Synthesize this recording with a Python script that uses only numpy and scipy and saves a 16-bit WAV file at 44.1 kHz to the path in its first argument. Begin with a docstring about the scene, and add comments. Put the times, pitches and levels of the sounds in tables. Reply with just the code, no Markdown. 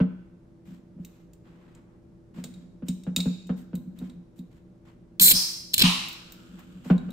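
"""Gas escapes twice from a plastic bottle of fizzy drink, opened close to a phone's stereo microphone.
It spits past the seal, jets sharply through the thread, then sputters again into a lower gush;
bubbles fizz faintly afterwards. Around this the cap ticks as it turns, a little to the right, and
hands bump the wooden table, among soft rubs, rustles and one faint, breath-like swell.
The room is bare, with an appliance humming in it."""
import sys
import numpy as np
from scipy import signal
from scipy.fft import rfft, irfft, next_fast_len
from scipy.io import wavfile
from scipy.ndimage import map_coordinates

SR = 44100
rng = np.random.default_rng(int(sys.argv[2]) if len(sys.argv) > 2 else 0)


def transcribe(signal):
    """Save signal, clipped to [-1, 1], as a 16-bit WAV file at the path in sys.argv[1]."""
    frames = np.atleast_2d(signal).T
    limited = np.clip(frames, -1, 1)
    pcm = np.round(limited * 32767).astype(np.int16)
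    wavfile.write(sys.argv[1], SR, pcm)


N = 313992
TIME = np.arange(N) / SR

# The appliance. Each row: frequency in Hz, rms level in dB.
HUM_TONES = [(118.4, -64), (172.3, -62), (236.9, -70), (333.8, -62), (500.6, -76), (592.2, -74.5)]
# The room's decay. Each row: frequency in Hz, t60 in seconds.
ROOM_T60 = [(100, 0.62), (200, 0.23), (530, 0.41), (1400, .8), (3700, 0.72), (5500, 0.97), (8000, 0.61),
            (13000, 0.48), (16000, .35)]
# The room at the microphone. Each row: frequency in Hz, level against the direct sound in dB.
ROOM_LEVEL = [(100, -16.5), (250, -0.5), (600, -8), (2000, -7), (4000, -8.5), (8000, -10.5), (15000, -12.5)]
# How alike left and right are. Each row: frequency in Hz, correlation.
STEREO_LIKENESS = [(60, 0.89), (160, 1), (290, 0.49), (640, 0.37), (1400, 0.069), (3000, 0.21),
                   (15000, 0.12)]

# The spectra of the sources. Each row: frequency in Hz, relative spectral density in dB.
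AIR_COLOUR = [(20, -11.5), (42, -0.5), (65, -3), (100, -5), (170, -3), (230, -9.5), (340, -6), (560, -19.5),
              (750, -23.5), (1500, -32), (3000, -41), (6000, -44), (9000, -48.5), (13000, -54),
              (15500, -61)]
THUD_COLOUR = [(20, -35), (42, -13.5), (70, -18.5), (115, -24.5), (150, -5.5), (182, 8.5), (215, -7.5),
               (250, -3), (310, -16), (420, -31), (800, -41), (2000, -100.5)]
TAP_COLOUR = [(150, -20), (330, -3.5), (520, 3), (800, -8.5), (1100, -13), (1500, -9), (1900, -21.5),
              (2800, -20.5), (4000, -31.5), (9000, -56.5), (16000, -69.5)]
RUB_COLOUR = [(300, -10.5), (700, 0), (1500, -1), (2900, -3.5), (4500, -9.5), (6000, -13.5), (7500, -8.5),
              (10500, -23), (13000, -12), (16000, -23.5)]
SNAP_COLOUR = [(300, -29.5), (1300, -16.5), (1800, -15.5), (2300, 0), (3200, 0), (3800, -2.5), (5500, -1),
               (7300, 1.5), (8800, 2), (10500, -25.5), (13000, -9), (16000, -13.5)]
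FIZZ_COLOUR = [(500, 8.5), (950, 2.5), (1400, 14), (1900, 0.5), (3000, 8.5), (5800, -7.5), (7500, 1.5),
               (10500, -18), (13000, -5.5), (16000, -19.5)]
BUFFET_COLOUR = [(20, -7.5), (42, 3), (70, -9.5), (120, -6), (250, -26), (1000, -64.5), (4000, -100)]
SPIT_COLOUR = [(300, -26), (1400, -24.5), (2500, -10.5), (4000, 6.5), (6000, -7.5), (7800, 3.5),
               (10500, -4), (13500, -1), (16000, -7)]
LOW_RASP_COLOUR = [(300, -7.5), (900, -19.5), (1700, -16), (2800, 2), (4000, 4), (5200, -2), (7000, -32.5),
                   (16000, -32)]
THREAD_JET_COLOUR = [(300, -20.5), (1200, -32), (2300, -18), (3200, -18), (4000, -0.5), (5000, -15.5),
                     (6700, -10), (7500, -1.5), (8400, -4), (9200, 2.5), (11000, -22), (13200, 2.5),
                     (16000, -10.5)]
NARROW_GUSH_COLOUR = [(300, -31), (1000, -19.5), (2200, -23.5), (3200, -28.5), (4300, -2.5), (5200, 5.5),
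                      (6000, -3), (7000, -12.5), (9400, -11.5), (11500, -17), (14000, -17), (16000, -19)]
WIDE_GUSH_COLOUR = [(300, -25.5), (600, -17.5), (1050, -2), (1600, -14.5), (2300, -4), (2900, 2.5),
                    (3400, -4), (4000, -0.5), (5000, -7.5), (6500, -12.5), (10000, -18.5), (13000, -27.5),
                    (16000, -30.5)]

# Hands pressing on the table. Each row: start in seconds, length in seconds, level in dB.
HAND_PRESSES = [(0.671, 0.089, -49.5), (2.346, .34, -53), (3.08, 1.1, -50), (5.724, 0.33, -49),
                (6.382, 0.52, -52), (6.958, .17, -38.5)]
# Bumps on the table. Each row: start in seconds, thud in dB, tap in dB, brightness in dB per octave.
TABLE_BUMPS = [(0.001, -9, -29, -2.5), (0.954, -35.5, -80, -6), (0.988, -28, -63, -5.5),
               (2.373, -29, -52, -4), (2.44, -33.5, -49, -4), (2.822, -23.5, -49.5, 1.5),
               (2.883, -19, -51, -1.5), (3.066, -21.5, -41, -1.5), (3.164, -20.5, -44.5, -1.5),
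               (3.187, -24.5, -43, 2), (3.256, -16, -39.5, -2.5), (3.493, -17, -35, 0),
               (3.731, -22.5, -45.5, 1.5), (3.772, -28.5, -62.5, -6), (3.865, -33.5, -73, -1),
               (4.014, -26, -50, 3), (4.082, -34, -67, -1), (4.386, -31, -77, -0.5),
               (5.197, -26.5, -46, -5), (5.325, -26.5, -48, -11.5), (5.829, -9.5, -43, -10),
               (6.854, -30, -48, -4), (6.9, -8, -24, 3), (6.957, -25, -50, -4), (7.087, -32, -45.5, -1)]
# The table's lasting modes. Each row: frequency in Hz, relative level in dB, t60 in seconds.
WOOD_MODES = [(149.2, -13.5, 0.22), (181.1, -1, 0.38), (241.7, -8, 0.26), (357.7, -20, 0.41),
              (517, -19, 0.13), (1035, -40, 0.52)]
# Soft rubs and rustles, and one faint, dull, breath-like swell.
# Each row: start in seconds, length in seconds, level in dB, brightness in dB per octave.
RUSTLES = [(0.648, 0.11, -65, 0), (0.997, .22, -71, 0), (1.439, 0.35, -65.5, -4), (1.799, 0.17, -72, -10),
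           (2.338, 0.072, -57, -1.5), (2.462, 0.17, -70, -2), (2.852, 0.033, -61.5, 1.5),
           (3.559, 0.037, -59, 3.5), (3.953, .15, -64, -0.5), (4.357, .03, -65.5, 4.5),
           (4.501, 0.074, -69.5, -0.5), (4.848, 0.048, -60, -3), (6.57, 0.033, -54.5, -2.5),
           (6.835, 0.067, -52.5, 0)]
# Ticks of the cap and its seal ring. Each row: start in seconds, snap level in dB,
# then the low and the top modes against the snap in dB.
CAP_TICKS = [(1.0475, -63.5, -6, -0.5), (1.3329, -73, -20, -5), (1.7489, -73.5, -18, -27),
             (2.4389, -53, -3, -9), (2.5386, -74, 5.5, -14), (2.8838, -49.5, -6.5, -13),
             (3.035, -69.5, -2.5, -12), (3.1622, -36.5, 1, -8.5), (3.2031, -49.5, 8, -12.5),
             (3.4695, -71.5, -10, -5), (3.7524, -63.5, -2.5, 3.5), (3.9878, -70.5, 3, -0.5),
             (4.0966, -75, 4.5, -22.5), (4.3894, -75.5, 4, -2), (6.0844, -61, 7, 6.5), (6.1274, -63, 0, 1),
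             (6.3205, -63.5, -6, 4.5), (6.5909, -73, -9, 1), (6.9785, -72, 10, -12), (7.1043, -72, 6, 2)]
# The cap's resonances. Each row: frequency in Hz, width in Hz, relative level in dB.
CAP_LOW_MODES = [(1305, 48, -10.5), (2160, 320, -15.5), (2830, 130, -10.5), (3294, 69, -1.5),
                 (3820, 240, 7), (4570, 900, -13.5)]
CAP_MID_MODES = [(6740, 190, -4.5), (7270, 430, 6.5), (8770, 370, 3)]
CAP_TOP_MODES = [(12220, 720, 0.16), (14830, 1300, -1.2)]
# Gas at the seal. Each row: start in seconds, level in dB, length in seconds, rasp against spit in dB.
SEAL_SPURTS = [(5.1966, -16.5, 0.004, -3), (5.28, -23, 0.0041, 2), (5.308, -19, 0.0085, 2.5),
               (5.734, -26, .003, -6.5), (5.7393, -13, 0.0031, -8.5), (5.779, -14.5, 0.0024, -6),
               (5.784, -28.5, 0.0042, -3), (5.792, -18.5, 0.0061, -0.5), (5.802, -22, 0.0035, 3),
               (5.811, -24, 0.0035, 6), (5.817, -24.5, 0.0052, 8.5), (5.819, -19, .005, 0)]


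def amp(db):
    """Decibels to gain."""
    return 10 ** (np.asarray(db) / 20)


def unit(x):
    """Scale to rms 1."""
    return x / np.sqrt(np.mean(x ** 2) + 1e-20)


def along(points, hz):
    """Read (Hz, value) points on a log frequency axis."""
    freqs, values = np.transpose(points)
    return np.interp(np.log(hz + 1), np.log(freqs + 1), values)


def wobble(rate):
    """A smooth random curve, rate knots a second."""
    knots = rng.standard_normal(int(N * rate / SR) + 4)
    steps = np.arange(0, len(knots), .125)
    return np.interp(TIME * rate, steps, map_coordinates(knots, [steps]))


def filtered(x, response):
    """Filter x by a response given as a function of Hz."""
    n = x.shape[-1]
    size = next_fast_len(n + 8192)
    return irfft(rfft(x, size) * response(np.fft.rfftfreq(size, 1 / SR)), size)[..., :n]


def coloured(x, colour):
    """Shape x by a spectrum and scale it to rms 1."""
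    return unit(filtered(x, lambda hz: amp(along(colour, hz))))


def spread(pair):
    """Two unrelated signals become left and right: alike in the bass, apart in the treble."""
    def mid_side_gains(hz):
        angle = np.arccos(np.clip(along(STEREO_LIKENESS, hz), -1, 1)) / 2
        return np.array([np.cos(angle), np.sin(angle)])
    mid, side = filtered(pair, mid_side_gains)
    return np.array([mid + side, mid - side])


def stereo_noise(colour):
    """Stereo noise of rms 1 with the given spectrum."""
    return coloured(spread(rng.standard_normal((2, N))), colour)


def mono_noise(colour):
    """Mono noise of rms 1 with the given spectrum."""
    return coloured(rng.standard_normal(N), colour)


def add(track, start, sound):
    """Mix a sound into the track at start seconds."""
    first = max(round(start * SR), 0)
    part = sound[..., :N - first]
    track[:, first:first + part.shape[-1]] += part


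def gate(start, hold, rise, t60):
    """An envelope that opens, holds and dies away; all times in seconds."""
    out = np.zeros((1, N))
    t = TIME[:int((hold + 2 * t60) * SR)]
    add(out, start, (1 - np.exp(-t / rise)) * amp(-60 * np.maximum(t - hold, 0) / t60))
    return out[0]


def background():
    """Room tone: dull air and the wavering hum of an appliance."""
    hum = np.zeros(N)
    for hz, db in HUM_TONES:
        peak = np.sqrt(2) * amp(db + 1.2 * wobble(3))
        hum += peak * np.sin(2 * np.pi * hz * TIME + .5 * wobble(3.6))
    return amp(-56) * stereo_noise(AIR_COLOUR) + hum


def room(direct):
    """The bare walls answer after a short gap; each frequency dies at its own speed."""
    gap_s, rise_s = .006, .0027
    hz, t, spectra = signal.stft(rng.standard_normal((2, SR)), SR, nperseg=256)
    t60 = along(ROOM_T60, hz)[:, None]
    energy_scale = np.sqrt(2 * np.log(1000) / (t60 * SR))
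    fade = amp(along(ROOM_LEVEL, hz)[:, None] - 60 * t / t60) * energy_scale
    tail = spread(signal.istft(spectra * fade, SR, nperseg=256)[1])
    tail *= np.clip((TIME[:tail.shape[1]] - gap_s) / rise_s, 0, 1)
    return signal.fftconvolve(direct, tail, axes=1)[:, :N]


def from_right(source, lag_s, echoes=24, echo_db=-4):
    """A source to the right: the microphone's left port hears it later, and the hands reflect it."""
    hz = np.fft.rfftfreq(1024, 1 / SR)
    delay_s = rng.uniform(.0004, .005, (2, echoes, 1))
    gain = rng.choice([-1, 1], (2, echoes, 1)) * amp(echo_db) / np.sqrt(echoes)
    direct = np.exp(-2j * np.pi * hz * np.array([[lag_s], [0]]))
    reflected = (gain * np.exp(-2j * np.pi * hz * delay_s)).sum(1)
    paths = np.roll(irfft(direct + reflected), 16, axis=1) * amp([[-.5], [.5]])
    return signal.fftconvolve(source[None], paths / np.linalg.norm(paths[0]), axes=1)[:, :N]


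def hands(rest_db=-59.5, tremor_db=2.25):
    """The table murmurs under unsteady hands, more when they press."""
    presses = sum(amp(db) * gate(start, hold, rise=.02, t60=.24) for start, hold, db in HAND_PRESSES)
    return (amp(rest_db) + presses) * amp(tremor_db * wobble(13)) * stereo_noise(THUD_COLOUR)


def tilt(hz, slope_db):
    """The dB a blow's hardness adds or takes over the two octaves above the table's main mode."""
    return slope_db * np.log2(np.clip(hz / 180, 1, 4))


def thump(colour, lag_s, late_below_hz, slope_db=0, size=16384):
    """A dull thump whose bass arrives just after its attack."""
    hz = np.fft.rfftfreq(size, 1 / SR)
    cepstrum = irfft(np.log(amp(along(colour, hz) + tilt(hz, slope_db))))
    minimum_phase = np.exp(rfft(2 * cepstrum[:size // 2], size))
    delay_s = .001 + lag_s / (1 + (hz / late_below_hz) ** 4)
    cycles = (np.cumsum(delay_s) - delay_s[0]) * hz[1]
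    wave = irfft(minimum_phase * np.exp(-2j * np.pi * cycles))
    return wave / np.abs(wave).max() * np.linspace(1, 0, size)


def table():
    """Each bump thuds and leaves the table ringing; hard ones add a woody tap that shakes loose things."""
    rattle_db, rattle_rise_s, rattle_t60_s = 5, .0047, .096
    ring_db, ring_swell_s = -10, .012
    out, t = np.zeros((2, N)), TIME[:16384]
    tap = thump(TAP_COLOUR, lag_s=.005, late_below_hz=445)
    rattle = stereo_noise(TAP_COLOUR)
    shake = amp(rattle_db - 60 * t / rattle_t60_s) * (1 - np.exp(-t / rattle_rise_s))
    swell = amp(ring_db) * (1 - np.exp(-(t / ring_swell_s) ** 2))
    for start, thud_db, tap_db, slope_db in TABLE_BUMPS:
        offset = rng.integers(0, N - len(t))
        thud = thump(THUD_COLOUR, lag_s=.01289, late_below_hz=247.5, slope_db=slope_db)
        ring = np.zeros(len(t))
        for hz, db, t60 in WOOD_MODES:
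            decay = amp(db + tilt(hz, slope_db) - 60 * t / t60)
            ring += decay * np.sin(2 * np.pi * (hz * t + rng.random()))
        add(out, start, amp(thud_db) * (thud + swell * ring))
        add(out, start, amp(tap_db) * (tap + rattle[:, offset:offset + len(t)] * shake))
    return out


def rustles(rough_db=2, size=32768):
    """Soft rubs and rustles, and one faint, dull, breath-like swell."""
    grit = amp(rough_db * wobble(160)) * stereo_noise(RUB_COLOUR)
    out = np.zeros((2, N))
    for start, hold, db, slope_db in RUSTLES:
        offset = rng.integers(0, N - size)
        brightness = lambda hz: amp(slope_db * np.log2(np.maximum(hz / 1000, 1)))
        rustle = unit(filtered(grit[:, offset:offset + size], brightness))
        add(out, start, amp(db) * rustle * gate(0, hold, rise=.011, t60=.18)[:size])
    return out


def resonances(modes):
    """The frequency response of damped modes, alternating in sign."""
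    return lambda hz: sum(
        (-1) ** k * amp(db) * 1j * hz * width / (centre ** 2 - hz ** 2 + 1j * hz * width)
        for k, (centre, width, db) in enumerate(modes))


def cap():
    """The ribbed cap slips in clusters of tiny cracks: a dry snap and a brief ring of its thin plastic."""
    rise_s, crack_t60_s, crunch_db, crunch_t60_s = .0011, .01, -21.5, .12
    mid_db = -3  # against the snap
    out, t = np.zeros((1, N)), TIME[:4096]
    crack = amp(-60 * t / crack_t60_s)
    crunch = amp(crunch_db - 60 * t / crunch_t60_s)
    slip = (1 - np.exp(-t / rise_s)) * (crack + crunch)
    for start, db, low_db, top_db in CAP_TICKS:
        snap, *bursts = rng.standard_normal((4, len(t))) * slip
        add(out, start, amp(db) * coloured(snap, SNAP_COLOUR))
        bands = (CAP_LOW_MODES, low_db), (CAP_MID_MODES, mid_db), (CAP_TOP_MODES, top_db)
        for burst, (modes, share_db) in zip(bursts, bands):
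            add(out, start, amp(db + share_db) * unit(filtered(burst, resonances(modes))))
    return out[0]


def fizz():
    """Countless small bubbles burst in the bottle as the foam rises and subsides after the second gush."""
    bursts = rng.standard_normal((2, N)) * amp(2.1 * wobble(580))
    foam = amp(-56) * gate(5.89, hold=.21, rise=.071, t60=5.7)
    return foam * coloured(bursts, FIZZ_COLOUR)


def puff():
    """The released gas reaches the microphone as a soft low buffet."""
    first = gate(5.315, hold=.033, rise=.012, t60=.15)
    second = gate(5.835, hold=.041, rise=.01, t60=.15)
    return amp(-35) * (first + second) * stereo_noise(BUFFET_COLOUR)


def spurts():
    """Gas slips past the seal in bursts, each a bright spit with a lower rasp."""
    spit, rasp = np.zeros(N), np.zeros(N)
    for start, db, hold, rasp_db in SEAL_SPURTS:
        opening = amp(db) * gate(start, hold, rise=.0003, t60=.01)
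        spit += opening
        rasp += amp(rasp_db) * opening
    return spit * mono_noise(SPIT_COLOUR) + rasp * mono_noise(LOW_RASP_COLOUR)


def jet(start=5.206, hold=.114, sag_db_per_s=24, flutter_db=.45):
    """The seal opens, gas jets through the thread under falling pressure, and the cap shuts it off."""
    pressure_db = -11.5 - sag_db_per_s * np.clip(TIME - start, 0, hold)
    opening = gate(start, hold, rise=.0036, t60=.02)
    return opening * amp(pressure_db - flutter_db * wobble(300)) * mono_noise(THREAD_JET_COLOUR)


def gas():
    """Spurts and jet come from the right; two gushes leave all round the cap, the wider gap lower."""
    sputter = spurts()
    narrow = amp(-20) * gate(5.332, hold=.034, rise=.018, t60=.6) * stereo_noise(NARROW_GUSH_COLOUR)
    wide = amp(-20) * gate(5.832, hold=.024, rise=.0056, t60=.63) * stereo_noise(WIDE_GUSH_COLOUR)
    sharp = from_right(sputter + jet(), lag_s=.000153)
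    flutter = amp(.31 * wobble(120))
    return sharp + (narrow + wide) * flutter


def scene():
    """Bottle and table close to the microphone, the bare room behind them."""
    near = table() + from_right(cap(), lag_s=.00001) + gas() + rustles() + hands() + fizz()
    return near + room(near) + puff() + background()


def record(dry):
    """The phone keeps nothing above its band limit."""
    top_hz, fade_hz = 16050, 400
    return filtered(dry, lambda hz: np.clip((top_hz - hz) / fade_hz, 0, 1) ** 2)


dry = scene()
out = record(dry)
transcribe(out)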